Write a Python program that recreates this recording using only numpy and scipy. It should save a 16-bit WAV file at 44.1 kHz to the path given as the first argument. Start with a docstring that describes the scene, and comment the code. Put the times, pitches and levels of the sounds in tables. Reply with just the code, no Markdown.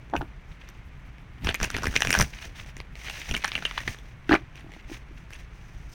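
"""Stiff cards snap down in quick runs, amid rubbing, soft hollow knocks and low puffs of air, in a small soft room.
Snaps and random ticks are decaying noise exciting the modes of the deck and of the card edges.
Knocks are two damped sines; rubbing and puffs are coloured noise under stroke-like level curves.
A near wall and a short diffuse tail return the snaps and knocks; rumble and a faint hiss lie beneath."""
import sys
import numpy as np
from scipy import signal
from scipy.fft import rfft, irfft, next_fast_len
from scipy.io import wavfile
from scipy.ndimage import map_coordinates

SR = 44100
rng = np.random.default_rng(int(sys.argv[2]) if len(sys.argv) > 2 else 0)


def field_ratio(decibels):
    """Amplitude ratio for a level in dB (20 dB per decade); scalars and array-likes work."""
    return 10 ** (np.asarray(decibels, dtype=float) / 20)


def transcribe(u):
    """Save the signal u as a 16-bit wav file named by the first command-line argument.

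    u: samples, shape (n,) or (channels, n), limited to [-1, 1]; the rate is SR.
    q: integer samples, one column per channel.
    """
    v = np.clip(np.atleast_2d(u).T, -1, 1)
    q = np.round(v * 32767).astype(np.int16)
    wavfile.write(sys.argv[1], SR, q)


N = 261943  # samples in the scene
SPAN = 4096  # samples given to each snap or knock

# packets of cards slapping the deck: t/s, ring peak level/dB, ring f/Hz,
# edge crack level/dB re ring, time to decay by 60 dB/s
SNAPS = [(.099, -41.5, 2200, -5, 0.002), (.1377, -18, 880, -30, 0.0057), (.152, -18, 910, -29, 0.023),
         (.1636, -18, 2540, -14.5, 0.011), (.209, -26.5, 905, -27, 0.019),
         (.2165, -26.5, 1330, -20, 0.0011), (.689, -41, 940, 6.5, .001), (1.183, -41.5, 2200, -6, .002),
         (1.4445, -25, 1770, -5, 0.017), (1.47, -14.5, 1580, -15, 0.011), (1.4887, -10.5, 3190, -22, 0.02),
         (1.5434, -18, 2360, -2, 0.0042), (1.5477, -13.5, 2200, -19, 0.015),
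         (1.6014, -18.5, 1640, -9, 0.0021), (1.6126, -21, 1390, -14, 0.0027), (1.629, -19, 2570, 4, 0.0092),
         (1.643, -18.5, 2100, 3, 0.0023), (1.6468, -15, 1550, -13, 0.0022), (1.7026, -22, 1440, 1.5, .0007),
         (1.7423, -19.5, 2080, -17, 0.027), (1.7654, -18, 1500, -6, 0.0076),
         (1.7826, -24, 1540, -10, 0.022), (1.8215, -30, 1490, -8, 0.014), (1.8323, -22, 1010, -3, 0.014),
         (1.8415, -18.5, 953, -8.5, 0.0081), (1.856, -15, 1610, -8, 0.0024),
         (1.8675, -13.5, 2030, -11, 0.013), (1.9267, -32, 1500, -22, 0.0018),
         (1.9395, -26, 1570, -16, 0.0019), (1.9537, -16, 2430, -10, 0.031),
         (1.9632, -5, 2210, -5.5, 0.0019), (2.0054, -17, 1740, -1, 0.0027), (2.02, -7, 2280, -5.5, 0.0063),
         (2.048, -15.5, 1570, -10, 0.012), (2.0716, -11.5, 2500, -7.5, 0.0014),
         (2.093, -20, 2520, -6, 0.0058), (2.1047, -7.5, 2480, -8.5, 0.011),
         (2.1273, -7.5, 2530, -3.5, 0.0088), (2.1393, -13, 1660, -9, 0.011),
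         (2.1498, -6.5, 1570, -16, 0.01), (2.161, -24, 2020, -12, 0.0056), (2.1888, -19, 2270, 9, .0013),
         (2.1986, -10, 1620, -4.5, 0.0013), (2.2092, -20.5, 2220, 10.5, 0.0097),
         (2.2139, -8, 2520, -10, 0.002), (2.2232, -24.5, 2010, 4, 0.013), (2.662, -41, 2200, -3, 0.001),
         (2.7671, -32, 1980, -1.5, .0042), (2.802, -25.5, 1950, -13, 0.0036),
         (2.9545, -29, 2060, -11, 0.0021), (3.098, -21, 2600, -8.5, 0.006),
         (3.2163, -24, 2070, -25, 0.0018), (3.2905, -32, 2270, 2, 0.015), (3.311, -16, 2800, -8, 0.0092),
         (3.339, -26, 2400, 0, 0.0051), (3.344, -19, 1580, -15, 0.0075), (3.3487, -12.5, 2990, -28, .0054),
         (3.3644, -17, 2280, -7.5, 0.0097), (3.4375, -22.5, 2010, -17, 0.015),
         (3.4439, -11, 1830, -6, 0.0049), (3.447, -11.5, 1870, -25, .01), (3.4783, -24, 1610, -1.5, 0.0033),
         (3.5178, -19, 2150, -29, .003), (3.541, -39, 2180, -21, 0.013), (3.552, -13, 2920, -22, 0.015),
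         (3.5783, -22, 2280, -24, 0.0013), (3.6224, -24.5, 1540, -17, 0.019),
         (3.6507, -11, 2930, -21.5, 0.019), (3.7105, -23, 1890, -12, .01), (3.7768, -13.5, 1730, -25, .012),
         (3.8023, -27, 1880, -11, 0.017), (3.8755, -14, 2010, -15.5, 0.026),
         (3.946, -33.5, 1800, -9, 0.002), (3.987, -38, 3430, -5, 0.0017), (4.2917, -14.5, 1660, -19, 0.016),
         (4.31, -12, 940, -33, 0.0099), (4.3193, -11, 1480, -32, .0068), (4.3275, -9.5, 1850, -35, 0.0062),
         (4.334, -20, 2100, -34, 0.015), (4.3396, -8, 1450, -20.5, 0.016), (4.3493, -14, 2160, -36, 0.023),
         (4.355, -17.5, 1050, -33, 0.016), (4.5556, -37.5, 2520, -7.5, .0067),
         (4.5958, -43, 2160, -6, .0023), (4.719, -38, 1980, -7, 0.0018), (4.737, -35, 2170, -14, 0.0027),
         (5.3058, -36.5, 1620, -2.5, 0.0019), (5.334, -31, 2620, -1, 0.0016)]
# the deck bumping a hollow surface: t/s, low mode peak level/dB, upper mode peak level/dB
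KNOCKS = [(0.129, -32, -33), (0.136, -50, -15), (0.145, -22, -18), (0.152, -55, -16.5), (0.21, -28.5, -25),
          (0.224, -27.5, -31), (4.294, -13.5, -25), (4.312, -13.5, -31), (4.319, -11, -13),
          (4.329, -26, -14.5), (4.335, -9, -14), (4.34, -15, -16.5), (4.35, -22, -15), (4.643, -42, -45),
          (4.664, -43, -44), (4.693, -41, -41), (4.764, -41.5, -40.5), (4.897, -37, -38),
          (4.915, -30.5, -39.5), (5.109, -42.5, -65)]
# strokes of card sliding on card or skin: middle t/s, held t/s, rub level/dB, edge hiss level/dB
STROKES = [(.52, 0.038, -62.5, -67.5), (.65, .08, -55, -69), (.765, 0.033, -60, -69),
           (1.489, .005, -29, -46), (1.639, .005, -32, -40), (1.76, .12, -44, -55),
           (1.859, 0.018, -41.5, -57), (2.022, 0.22, -46, -46), (2.18, 0.05, -31, -37),
           (2.27, 0.052, -59, -50.5), (2.365, 0.052, -46, -54.5), (2.438, 0.028, -42, -48.5),
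           (2.592, 0.04, -46, -52), (2.682, 0.011, -49, -55.5), (2.79, 0.023, -53.5, -67),
           (3.0, 0.035, -48.5, -54.5), (3.075, 0.067, -41, -49.5), (3.155, .04, -41, -47.5),
           (3.25, 0.1, -40, -47), (3.362, 0.037, -42, -48), (3.456, 0.05, -38, -50),
           (3.561, 0.057, -41.5, -50), (3.67, 0.077, -42.5, -51.5), (3.792, 0.065, -42, -51),
           (3.898, 0.039, -41, -46.5), (4.03, 0.16, -59.5, -66), (4.332, 0.0029, -34.5, -46),
           (4.59, 0.03, -50.5, -62), (4.759, 0.078, -53, -66), (4.932, .05, -50, -53.5),
           (5.19, 0.023, -60, -64), (5.371, 0.083, -51.5, -59.5), (5.72, 0.36, -68, -66.5),
           (5.93, 0.026, -70, -56.5)]
# puffs of air pushed at the microphone by moving cards: middle t/s, held t/s, level/dB
PUFFS = [(0.184, 0.018, -27), (1.487, .03, -27), (1.64, 0.037, -29.5), (1.779, 0.048, -30),
         (1.863, 0.029, -27.5), (1.97, 0.022, -33), (2.08, 0.089, -31.5), (2.208, 0.028, -22.5),
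         (2.63, 0.35, -45), (3.329, 0.024, -33.5), (3.62, 0.12, -43.5), (3.882, 0.043, -36.5),
         (4.33, .01, -32.5)]
# resonances of the deck: f/Hz, width/Hz, relative level/dB
DECK_MODES = [(917, 670, -5), (1640, 530, 1), (2520, 2000, -6), (3800, 6300, -13)]
# resonances that colour the edge crack: f/Hz, width/Hz, relative level/dB
CRACK_MODES = [(4450, 3760, 0.5), (5840, 556, 15.5), (9230, 2400, -9.5), (14170, 2200, -7)]
# the two modes of the hollow surface: f/Hz, width/Hz
HOLLOW_MODES = [(318, 53), (740, 320)]
# relative noise spectra of the rub, edge hiss, air puffs, low rumble and faint hiss: f/Hz, level/dB per Hz
RUB_SPECTRUM = [(180, -19.5), (300, -27.5), (630, -6.5), (946, -7), (1190, -11.5), (1830, -2.5), (2660, -4),
                (4800, -17.5), (6240, -44), (10600, -120)]
HISS_SPECTRUM = [(2500, -5), (4200, -7.5), (6100, 1.5), (7400, -11.5), (9500, -11), (11000, -20),
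                 (16000, -13.5)]
PUFF_SPECTRUM = [(15, -7), (35, -5), (65, -5.5), (130, -9.5), (260, -18), (500, -56.5)]
RUMBLE_SPECTRUM = [(11, -52), (18, -5.5), (55, 0.5), (85, -13), (125, -6.5), (200, -19.5), (300, -42),
                   (500, -79)]
QUIET_SPECTRUM = [(120, -47), (250, -5), (550, -13.5), (800, -11.5), (2250, -11), (4520, -31), (5940, -34),
                  (10500, -45.5), (16000, -51)]
# what the near wall returns: f/Hz, level/dB
WALL_RETURN = [(300, -29), (1500, -14.5), (3000, -8), (5000, -28.5), (9000, 0.5), (15000, -5)]
# decay of the room's tail: f/Hz, t60/s
ROOM_T60 = [(200, 0.15), (2000, 0.1), (10000, 0.083)]

# a snap's low push: offset/dB, then dB per dB of the snap and of the air then moving
PUSH_DB, PUSH_PER_SNAP, PUSH_PER_PUFF = -3.5, 0.37, 0.53
# single cards catching: least level over the rub/dB, spread/dB, ring f/Hz, crack level/dB, decay time/s
TICK_DB, TICK_SCATTER_DB, TICK_HZ, TICK_CRACK_DB, TICK_S = 2, 4, 2100, -7, 0.0061
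STROKE_RISE, STROKE_FALL = 394, 340  # dB per s
IDLE_RUB_DB, IDLE_HISS_DB = -67.5, -75  # fingers resting on the cards
PUFF_RISE, PUFF_FALL, STILL_AIR_DB = 340, 455, -53.5  # dB per s, dB per s, dB
# low part of the rub, then of the deck's ring: corner f/Hz, gain in still air/dB, dB per dB of moving air
FULL_HZ, FULL_DB, FULL_PER_PUFF = 1270, -9, 0.46
BODY_HZ, BODY_DB, BODY_PER_PUFF = 1500, -18.5, 0.81
TOP_HZ = 16300  # the microphone's upper -3 dB point


def snaps():
    """Impact excitation: a brief scatter of contacts rings the deck, cracks the card edges and squeezes out air."""
    events = np.vstack([SNAPS, ticks()])
    s, db, hz, crack_db, length = np.transpose(events)[:, :, None]
    air_db = air_level()[(s * SR).astype(int)]
    push_db = PUSH_DB + PUSH_PER_SNAP * db + PUSH_PER_PUFF * air_db

    t = np.arange(SPAN) / SR
    onset = 1 - np.exp(-t / (0.078 * length))
    scatter = rng.standard_normal((len(s), SPAN)) * onset
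    contact = scatter * field_ratio(-60 * t / length)
    edges = scatter * field_ratio(-60 * t / (length + 0.0014))  # the edges settle a little later than the faces

    # slaps that move more air land fuller; half the gain, as the shelf is squared
    body = field_ratio((BODY_DB + BODY_PER_PUFF * (air_db - STILL_AIR_DB)) / 2)

    def ring_response(f):
        shelf = ((body * BODY_HZ + 1j * f) / (BODY_HZ + 1j * f)) ** 2
        bass_cut = (1j * f / (700 + 1j * f)) ** 3
        dulling = 1 / (1 + 1j * f / (2.05 * hz)) ** 4  # thick packets land duller
        packet = 1.53 * mode(f, hz, 340)  # the packet's thickness sets one mode
        return bass_cut * dulling * (shelf * modes(DECK_MODES)(f) + packet)

    ring = filtered(contact, ring_response)
    crack = filtered(edges, lambda f: modes(CRACK_MODES)(f) * 1j * f / (4000 + 1j * f))
    push = filtered(contact, lambda f: mode(f, 320, 765) ** 3)
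    slap = field_ratio(db) * (peak(ring) + field_ratio(crack_db) * peak(crack))
    return placed(s[:, 0], slap + field_ratio(push_db) * peak(push))


def ticks(count=240):
    """Stick and slip: single cards catch at random, each tick's level following the rub at its moment."""
    when, size, tone, edge, short = rng.random((count, 5)).T
    rub_db = stroke_levels()[0][(when * N).astype(int)]
    db = rub_db + TICK_DB + TICK_SCATTER_DB * size
    hz = TICK_HZ * 1.24 ** (tone - 0.5)
    crack_db = TICK_CRACK_DB + 12 * (edge - 0.5)
    length = TICK_S * 4 ** (short - 0.5)
    return np.transpose([when * N / SR, db, hz, crack_db, length])


def knocks():
    """Damped free vibration: each soft bump rings the two modes of the hollow."""
    s, *levels = np.transpose(KNOCKS)[:, :, None]
    t = np.arange(SPAN)[None] / SR
    rise = 1 - np.exp(-t / 0.0018)
    total = 0
    for db, (hz, width) in zip(levels, HOLLOW_MODES):
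        ring = rise * np.sin(2 * np.pi * hz * t) * np.exp(-np.pi * width * t)
        total = total + field_ratio(db) * peak(ring)
    return placed(s[:, 0], total)


def slide():
    """Friction noise: coated card rubs in grainy bursts, fuller in strokes that move more air."""
    rub_db, hiss_db = stroke_levels()
    stutter = wobble(80)
    grain = noise(RUB_SPECTRUM, grain_db=4.0, rate=210)
    low = filtered(grain, lambda f: 1 / (1 + (f / FULL_HZ) ** 6))
    full_db = FULL_DB + FULL_PER_PUFF * (air_level() - STILL_AIR_DB)
    rub = field_ratio(rub_db + 1.8 * stutter) * (grain - low + field_ratio(full_db) * low)
    hiss = field_ratio(hiss_db + 1.6 * stutter) * noise(HISS_SPECTRUM, grain_db=1.5, rate=300)
    return rub + hiss


def stroke_levels():
    """Energy input of sliding: the rub and hiss levels rise and fall with the same strokes."""
    middle, held, rub_db, hiss_db = np.transpose(STROKES)
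    rub = swells(middle, held, rub_db, STROKE_RISE, STROKE_FALL, IDLE_RUB_DB)
    hiss = swells(middle, held, hiss_db, STROKE_RISE, STROKE_FALL, IDLE_HISS_DB)
    return rub, hiss


def air_level():
    """Displaced air: moving cards raise the level of the air above its still value."""
    return swells(*np.transpose(PUFFS), PUFF_RISE, PUFF_FALL, STILL_AIR_DB)


def air_puffs():
    """Turbulent pressure: moving air meets the microphone as flickering low noise."""
    return field_ratio(air_level()) * noise(PUFF_SPECTRUM, grain_db=5, rate=29)


def background():
    """Stationary noise: the low rumble of the house and a faint hiss keep fixed mean levels."""
    rumble = field_ratio(-44.5) * noise(RUMBLE_SPECTRUM, grain_db=1.9, rate=36)
    hiss = field_ratio(-56) * noise(QUIET_SPECTRUM, grain_db=-0.5, rate=36)
    return rumble + hiss


def room(x):
    """Reflection and reverberation: a smeared echo from the near wall, then a short dull diffuse tail."""
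    t = np.arange(400) / SR
    smear = rng.standard_normal(400) * np.exp(-((t - 0.003) / 0.0021) ** 2)
    delayed = np.pad(smear / np.linalg.norm(smear), (round(0.0085 * SR), 0))
    echo = filtered(np.convolve(x, delayed)[:N], lambda f: field_ratio(along(WALL_RETURN, f)))

    # the tail is noise whose bands each decay at their own rate
    hz, t, z = signal.stft(rng.standard_normal(SR // 2), SR, nperseg=256)
    decay = field_ratio(-60 * t / along(ROOM_T60, hz)[:, None])
    tail = signal.istft(z * decay, SR, nperseg=256)[1]
    late = signal.fftconvolve(np.pad(x, (200, 0)), tail / np.linalg.norm(tail))[:N]
    return echo + field_ratio(-14.5) * late


def swells(middle, held, db, rise, fall, idle_db):
    """Addition of powers: events that rise, hold and fall sum over a resting level, in dB per sample."""
    t = np.arange(0, N + 64, 64) / SR
    late = t - middle[:, None]
    half = held[:, None] / 2
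    loss = rise * np.maximum(-late - half, 0) + fall * np.maximum(late - half, 0)
    power = field_ratio(idle_db) ** 2 + np.sum(field_ratio(db[:, None] - loss) ** 2, axis=0)
    return np.interp(np.arange(N) / SR, t, 10 * np.log10(power))


def noise(spectrum, grain_db, rate):
    """Modulated random noise: its strength flickers, a spectrum colours it, and its rms is set to 1."""
    raw = rng.standard_normal(N) * field_ratio(grain_db * wobble(rate))
    return unit(filtered(raw, lambda f: field_ratio(along(spectrum, f))))


def wobble(rate):
    """Band-limited fluctuation: a smooth curve through random knots, rate of them a second."""
    knots = rng.standard_normal(int(N * rate / SR) + 4)
    return map_coordinates(knots, [np.arange(N) * rate / SR])


def mode(f, hz, width):
    """Simple resonator: the response of one causal, damped mode."""
    return 1j * f * width / (hz * hz - f * f + 1j * f * width + 1e-9)


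def modes(table):
    """Modal superposition: resonances of alternating sign add up to one response."""
    return lambda f: sum((-1) ** k * field_ratio(db) * mode(f, hz, w) for k, (hz, w, db) in enumerate(table))


def filtered(x, response):
    """Linear filtering: the spectrum of x is multiplied by a complex response of frequency."""
    m = next_fast_len(x.shape[-1] * 2)
    return irfft(rfft(x, m) * response(np.fft.rfftfreq(m, 1 / SR)), m)[..., :x.shape[-1]]


def along(points, hz):
    """Logarithmic frequency scale: (f/Hz, value) points are interpolated on a log axis."""
    f, v = np.transpose(points)
    return np.interp(np.log(hz + 1), np.log(f + 1), v)


def unit(x):
    """Normalisation of power: x is scaled to rms 1."""
    return x / np.sqrt(np.mean(x ** 2) + 1e-20)


def peak(rows):
    """Normalisation of amplitude: each row is scaled to peak 1."""
    return rows / np.abs(rows).max(axis=1, keepdims=True)


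def placed(times, rows):
    """Superposition in time: rows of sound are added together at their times."""
    at = np.round(times * SR).astype(int)[:, None] + np.arange(SPAN)
    return np.bincount(at.ravel(), rows.ravel(), N + SPAN)[:N]


def scene():
    """Superposition of sources: snaps and knocks with their room, then rubbing, puffs and background."""
    hits = snaps() + knocks()
    return (hits + room(hits) + slide() + air_puffs() + background())[None]


def top_cut(x):
    """Nothing passes above the cut-off."""
    return signal.sosfilt(signal.butter(12, 17010, fs=SR, output="sos"), x)


def record(dry):
    """Limited bandwidth: the phone's microphone fades out steeply at the top."""
    heard = filtered(dry, lambda f: 1 / np.sqrt(1 + (f / TOP_HZ) ** 50))
    return top_cut(heard)


dry = scene()
out = record(dry)
transcribe(out)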